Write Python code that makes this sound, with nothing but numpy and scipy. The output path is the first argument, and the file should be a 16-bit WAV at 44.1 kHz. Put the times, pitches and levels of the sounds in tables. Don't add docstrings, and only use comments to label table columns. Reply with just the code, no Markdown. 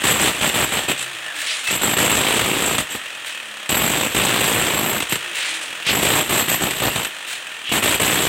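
import sys
import numpy as np
from scipy import signal
from scipy.fft import rfft, irfft, next_fast_len
from scipy.io import wavfile
from scipy.ndimage import uniform_filter1d, minimum_filter1d

SR = 44100
rng = np.random.default_rng(int(sys.argv[2]) if len(sys.argv) > 2 else 0)


def to_wav(s):
    ch = np.atleast_2d(s).T
    pcm = np.round(np.clip(ch, -1, 1) * 32767)
    wavfile.write(sys.argv[1], SR, pcm.astype(np.int16))


N = 365148
TIME = np.arange(N) / SR

# pitch_hz [Hz], density_db [dB per Hz]
THUD_SPECTRUM = [(25, -48), (45, -22), (62, -5), (85, -5), (120, 0), (330, 0), (600, -3), (1000, -4.5),
                 (1600, -7.5), (3000, -9.5), (6000, -30.5), (16000, -22.5)]
# pitch_hz [Hz], density_db [dB per Hz]
CRACK_SPECTRUM = [(200, -33), (900, -11), (1800, -4.5), (2800, 0), (3500, -1), (4300, -8.5), (5200, -16),
                  (6800, -10.5), (7900, -2.5), (8700, -5), (9800, -14.5), (11500, -17.5), (15800, -34)]
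# start_s [s], end_s [s], thud_db [dB], crack_db [dB], ring_db [dB against crack]
PUSHES = [(.036, .119, -18.5, -17, -10.5), (.119, .191, -22.5, -25.5, -10), (.191, .297, -18, -19, -14.5),
          (.408, .495, -20.5, -19.5, -14.5), (.539, .645, -19.5, -21.5, -11),
          (.718, .795, -23, -23.5, -13.5), (.88, .915, -22, -19.5, -14), (.975, 1.035, -43, -26.5, -19),
          (1.703, 1.76, -25.5, -22.5, -5.5), (1.812, 1.94, -21, -22.5, -8),
          (1.965, 2.23, -17.5, -18.5, -12.5), (2.23, 2.42, -19.5, -19.5, -19),
          (2.423, 2.602, -21.5, -23, -16), (2.602, 2.76, -22, -23, -12), (2.781, 2.812, -25, -23, -15),
          (2.897, 2.965, -41, -30.5, -8.5), (3.69, 3.876, -20, -22, -6), (3.876, 4.07, -21.5, -23, -12.5),
          (4.144, 4.389, -19.5, -20, -17), (4.389, 4.721, -20, -21, -14), (4.721, 4.98, -21.5, -26.5, -8.5),
          (5.09, 5.14, -38, -26.5, -8.5), (5.885, 6.011, -21, -24.5, -10.5),
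          (6.011, 6.215, -18.5, -19.5, -13.5), (6.291, 6.42, -19.5, -21, -12),
          (6.477, 6.555, -22.5, -21.5, -12), (6.603, 6.68, -21, -24.5, -13.5),
          (6.817, 6.885, -19, -24.5, -12), (6.958, 7.02, -25.5, -26.5, -15), (7.715, 7.79, -20, -20, -14),
          (7.821, 7.955, -20.5, -19, -16.5), (7.998, 8.28, -20, -20, -16.5)]


def from_db(db):
    return np.exp(np.asarray(db) * (np.log(10) / 20))


def rms_one(x):
    return x / np.sqrt(np.mean(x ** 2) + 1e-20)


def curve(rows):
    return np.interp(TIME, *np.transpose(rows))


def drift(per_s):
    step = TIME * per_s
    return rms_one(np.interp(step, np.arange(4000), rng.standard_normal(4000)))


def colour(x, spectrum):
    size = 4096
    hz, db = np.transpose(spectrum)
    log_hz = np.log(np.fft.rfftfreq(size, 1 / SR) + 1)
    gain = rms_one(from_db(np.interp(log_hz, np.log(hz), db)))
    cepstrum = irfft(np.log(gain))[:size // 2]
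    cepstrum[1:] *= 2
    response = irfft(np.exp(rfft(cepstrum, size)))
    return signal.oaconvolve(x, response)[:N]


def die_away(clicks, t60):
    return signal.lfilter([1], [1, -from_db(-60 / (t60 * SR))], clicks + 1e-18)


def grit(spread_db):
    size_db = spread_db * np.clip(rng.standard_normal(N), -3, 3)
    return rms_one(rng.standard_normal(N) * from_db(size_db))


def even(x, window_s):
    power = uniform_filter1d(x ** 2, int(window_s * SR))
    return x / np.sqrt(np.maximum(power, 0) + np.mean(x ** 2) / 20)


def patchy(x, spread_db):
    size, count = next_fast_len(N, real=True), 10
    spectrum, out = rfft(x.astype(np.float32), size), 0
    log_hz = np.log(np.fft.rfftfreq(size, 1 / SR) + 1)
    place = np.interp(log_hz, np.log([250, 16000]), [0, count - 1])
    for k in range(count):
        share = np.maximum(1 - np.abs(place - k), 0).astype(np.float32)
        band = irfft(spectrum * share, size)[:N]
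        out = out + band * from_db(spread_db * drift(110))
    return out


def envelope(start, end, attack_s, release_s, sag_db_per_s):
    gain = np.zeros(N)
    during = slice(int(max(start, 0) * SR), int((end + 8 * release_s) * SR))
    age = np.maximum(TIME[during] - start, 0)
    after = np.maximum(TIME[during] - end, 0)
    gain[during] = (1 - np.exp(-age / attack_s)) * from_db(-sag_db_per_s * age) * np.exp(-after / release_s)
    return gain


def crank_speed():
    # on_s [s], off_s [s], full_speed [strokes per s]
    triggers = [(0, 1.03, 60.3), (1.7, 2.75, 55.8), (3.68, 5.25, 58), (5.85, 6.87, 62), (7.66, 8.28, 65.5)]
    spin_up_s = 0.170
    coast_s = 1.3
    speed = np.full(N, float(triggers[0][2]))
    for on, off, full in triggers:
        driven, coasting = TIME >= on, TIME > off
        shortfall = np.interp(on, TIME, speed) - full
        speed[driven] = full + shortfall * np.exp((on - TIME[driven]) / spin_up_s)
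        speed[coasting] = np.interp(off, TIME, speed) / (1 + (TIME[coasting] - off) / coast_s)
    return speed


def strokes(crank, jitter_s, spread_db, lag_turns):
    catch_times = [0] + [row[0] for row in PUSHES] + [TIME[-1]]
    caught = np.interp(catch_times, TIME, crank)
    clicks = np.zeros(N)
    for first, last in zip(caught, caught[1:]):
        turns = np.arange(first, last - .5, 1) + lag_turns
        chance = rng.standard_normal(size=(128, 2))[:len(turns)]
        at = np.interp(turns, crank, TIME) + jitter_s * chance[:, 0]
        clicks[np.clip(at * SR, 0, N - 1).astype(int)] = from_db(spread_db * chance[:, 1])
    return clicks


def pressure():
    # start_s [s], end_s [s]
    contacts = [(0, 0.85), (1.68, 2.28), (3.692, 4.95), (5.865, 7.07), (7.69, 11)]
    rattle_thud_db, rattle_crack_db, rattle_ring_db = -33, -30, -15
    attack_s, release_s = 0.0038, .014
    push_sag_db_per_s = 8
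    rattles = [(start, end, rattle_thud_db, rattle_crack_db, rattle_ring_db) for start, end in contacts]
    gains = np.zeros((3, N))
    for rows, sag in ((rattles, 0), (PUSHES, push_sag_db_per_s)):
        for start, end, thud_db, crack_db, ring_db in rows:
            shape = envelope(start, end, attack_s, release_s, sag)
            levels = from_db([thud_db, crack_db, crack_db + ring_db])
            gains = np.maximum(gains, np.outer(levels, shape))
    return gains


def chisel(blows, force):
    # pitch_hz [Hz], level_db [dB, relative], t60_s [s]
    modes = [(7570, -.5, .04), (7635, 1.5, .05), (7730, 0, .035), (8020, -2, .015), (12130, -1.5, .055),
             (12250, -5, .025), (12568, -.5, .1), (12620, -7, .015)]
    # time_s [s], level_db [dB]
    upper_ring = [(0, -4.5), (2.4, -2), (4.3, 0.5), (6, 2.5), (8.28, 3.5)]
    upper_above_hz = 10000
    contact, out, upper = die_away(blows, t60=0.11), 0, from_db(curve(upper_ring))
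    for hz, level_db, t60 in modes:
        r, w = from_db(-60 / (t60 * SR)), 2 * np.pi * hz / SR
        strike = rms_one(contact * rng.standard_normal(N))
        push = force * strike * np.sqrt(2 * (1 - r * r))
        gain = from_db(level_db) * (upper if hz > upper_above_hz else 1)
        out = out + gain * signal.lfilter([0, np.sin(w)], [1, -2 * r * np.cos(w), r * r], push)
    return out


def housing(x):
    # pitch_hz [Hz], width_hz [Hz], level_db [dB]
    resonances = [(135, 29, -12), (346, 22, -13), (632, 19, -9), (1817, 110, -2), (2523, 220, -7),
                  (3800, 27, -30)]
    return sum(from_db(db) * signal.lfilter(*signal.iirpeak(hz, hz / width, fs=SR), x)
               for hz, width, db in resonances)


def chiselling(crank):
    blows = strokes(crank, jitter_s=.0006, spread_db=2.0, lag_turns=0)
    rebounds = strokes(crank, jitter_s=.002, spread_db=2.0, lag_turns=.3)
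    blows = blows + from_db(-2.5) * rebounds
    snap_db = -16
    crumble = die_away(blows, t60=0.083) + from_db(snap_db) * die_away(blows, t60=0.0035)
    thud = colour(die_away(blows, t60=0.06) * patchy(grit(spread_db=6.5), spread_db=1.5), THUD_SPECTRUM)
    crack = colour(crumble * patchy(grit(spread_db=3.5), spread_db=2.5), CRACK_SPECTRUM)
    thud_gain, crack_gain, ring_gain = pressure()
    thud = thud_gain * even(thud, window_s=0.034)
    crack = crack_gain * even(crack, window_s=0.025)
    steel = chisel(blows, ring_gain)
    return thud + crack + steel + from_db(-8) * housing(crack)


def motor(crank, speed):
    # pitch_hz [Hz], density_db [dB per Hz]
    gear_spectrum = [(30, -38), (80, -45), (150, -14), (260, -20), (500, -10), (1000, -9.5), (1500, -5),
                     (2100, -7), (2500, -4.5), (3200, -3.5), (3900, -11.5), (4800, -21.5), (8600, -14),
                     (11000, -28), (16000, -30)]
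    # multiple [x rotor speed], level_db [dB]
    whine_tones = [(5.75, -54), (7, -43), (8, -41), (9, -39), (11, -34)]
    gear_ratio = 6.2
    relative_speed = speed / np.mean(speed)
    turn = np.diff(np.floor(crank), prepend=0) * from_db(1.5 * rng.standard_normal(N))
    clack = rms_one(die_away(turn, t60=0.058) * grit(spread_db=2.0))
    rush = relative_speed ** 0.3 * rng.standard_normal(N)
    rotor = gear_ratio * (crank + 0.0026 * drift(35))
    hum = from_db(-54 + 4 * drift(14)) * relative_speed ** 2 * np.sin(2 * np.pi * rotor)
    whine = sum(from_db(db + 1.2 * drift(40)) * np.sin(2 * np.pi * k * rotor) for k, db in whine_tones)
    gears = colour(from_db(-35.5) * clack + from_db(-35) * rush, gear_spectrum)
    return gears + hum + housing(whine + from_db(-23.5) * (clack + rush))


def knocks():
    # time_s [s], thud_db [dB], crack_db [dB]
    hard_blows = [(0.058, -11, -14), (.897, -12, -20), (1.015, -38, -40), (1.741, -25, -35),
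                  (2.782, -12.5, -13.5), (2.95, -20, -36), (3.693, -25, -14), (5.003, -16, -19.5),
                  (5.023, -18, -17.5), (5.123, -12, -13), (5.156, -19, -18), (5.866, -24, -18.5),
                  (6.709, -21, -17), (6.802, -20, -21), (6.959, -16, -17), (7.048, -21, -19),
                  (7.825, -19, -25), (7.998, -14.5, -20)]
    s, thud_db, crack_db = np.transpose(hard_blows)
    thud, crack = np.zeros((2, N))
    thud[(s * SR).astype(int)] = from_db(thud_db)
    crack[(s * SR).astype(int)] = from_db(crack_db)
    thud = colour(die_away(thud, t60=0.043) * grit(spread_db=4.0), THUD_SPECTRUM)
    crack = colour(die_away(crack, t60=0.058) * grit(spread_db=0.5), CRACK_SPECTRUM)
    return thud + crack


def narrow_bands():
    # start_s [s], end_s [s], pitch_hz [Hz], width_hz [Hz, approximate], level_db [dB rms at mid-swell]
    band_rows = [(0.614, 1.45, 127.8, 12, -54), (1.205, 1.465, 1733, 100, -31.5),
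                 (1.444, 1.577, 3050, 1600, -24), (1.648, 1.731, 2627, 58, -23.5),
                 (5.296, 5.854, 330, 16, -50), (5.327, 5.599, 2530, 1400, -25.5),
                 (5.849, 5.935, 2900, 1550, -16.5), (6.872, 6.96, 2790, 150, -31),
                 (7.341, 7.552, 1760, 49, -47), (7.638, 7.755, 2915, 720, -25)]
    out = np.zeros(N)
    for start, end, hz, width, db in band_rows:
        during = (TIME > start) & (TIME < end)
        b, a = signal.iirpeak(hz, hz / width / np.sqrt(2), fs=SR)
        noise = rng.standard_normal(2 * SR)
        ringing = signal.lfilter(b, a, signal.lfilter(b, a, noise))
        tone = rms_one(ringing[-during.sum():])
        swell = np.sin(np.pi * (TIME[during] - start) / (end - start))
        out[during] += from_db(db) * swell * tone
    return out


def scraping():
    # start_s [s], end_s [s], level_db [dB]
    drag_rows = [(1.35, 1.4, -28), (1.383, 1.6, -25), (1.637, 1.694, -22.5), (3.255, 3.285, -28),
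                 (5.34, 5.63, -26), (7.263, 7.295, -29), (7.295, 7.335, -26)]
    # pitch_hz [Hz], density_db [dB per Hz]
    scrape_spectrum = [(300, -23), (1200, -5), (2000, 4), (3200, 3), (4000, 1), (4900, -6.5), (6500, -4.5),
                       (8400, 1), (10500, -10.5), (15800, -33)]
    attack_s, release_s, drag_sag_db_per_s = 0.0067, 0.048, 11
    catches_per_s = 170
    fresh_grit_db, fresh_grit_hz, dulling_db_per_s = -5, 9800, 110

    def drags(sag_db_per_s):
        return np.max([from_db(db) * envelope(start, end, attack_s, release_s, sag_db_per_s)
                       for start, end, db in drag_rows], axis=0)

    snag_db = 2.6 * np.clip(rng.standard_normal(N), -2, 2)
    snags = (rng.random(N) < catches_per_s / SR) * from_db(snag_db)
    catches = even(die_away(snags, t60=0.093) * grit(spread_db=2.0), window_s=0.028)
    hiss = signal.sosfilt(signal.butter(2, fresh_grit_hz, "high", fs=SR, output="sos"), catches)
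    scrape = drags(drag_sag_db_per_s) * colour(catches, scrape_spectrum)
    return scrape + from_db(fresh_grit_db) * drags(dulling_db_per_s) * hiss


def room(x, t60, wet_db, delay_s):
    t = TIME[:SR // 2]
    tail = rng.standard_normal(len(t)) * from_db(-60 * t / t60) * (t > delay_s)
    echoes = signal.oaconvolve(x, tail / np.sqrt(np.sum(tail ** 2)))[:N]
    return x + from_db(wet_db) * echoes


def scene():
    # time_s [s], level_db [dB]
    motor_level = [(0, 3), (1.3, 0), (3.3, -.5), (5.6, 1.5), (7.4, -1)]
    speed = crank_speed()
    crank = np.cumsum(speed) / SR
    tool = chiselling(crank) + from_db(curve(motor_level)) * motor(crank, speed)
    tool = tool + knocks() + narrow_bands() + scraping()
    return room(tool, t60=0.25, wet_db=-12, delay_s=0.00496)[None]


def record(dry):
    ceiling_db, release_db_per_s = -5.5, 400
    bass_cut_hz, top_cut_hz = 38, 15900
    over = np.maximum(20 * np.log10(np.abs(dry[0]) + 1e-9) - ceiling_db, 0)
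    held = np.maximum.accumulate(over + release_db_per_s * TIME) - release_db_per_s * TIME
    gain_db = uniform_filter1d(minimum_filter1d(-held, size=45), size=45)
    bass_cut = signal.butter(2, bass_cut_hz, "high", fs=SR, output="sos")
    limited = signal.sosfilt(bass_cut, dry * from_db(gain_db))
    return signal.sosfilt(signal.ellip(12, .1, 80, top_cut_hz, fs=SR, output="sos"), limited)


dry = scene()
out = record(dry)
to_wav(out)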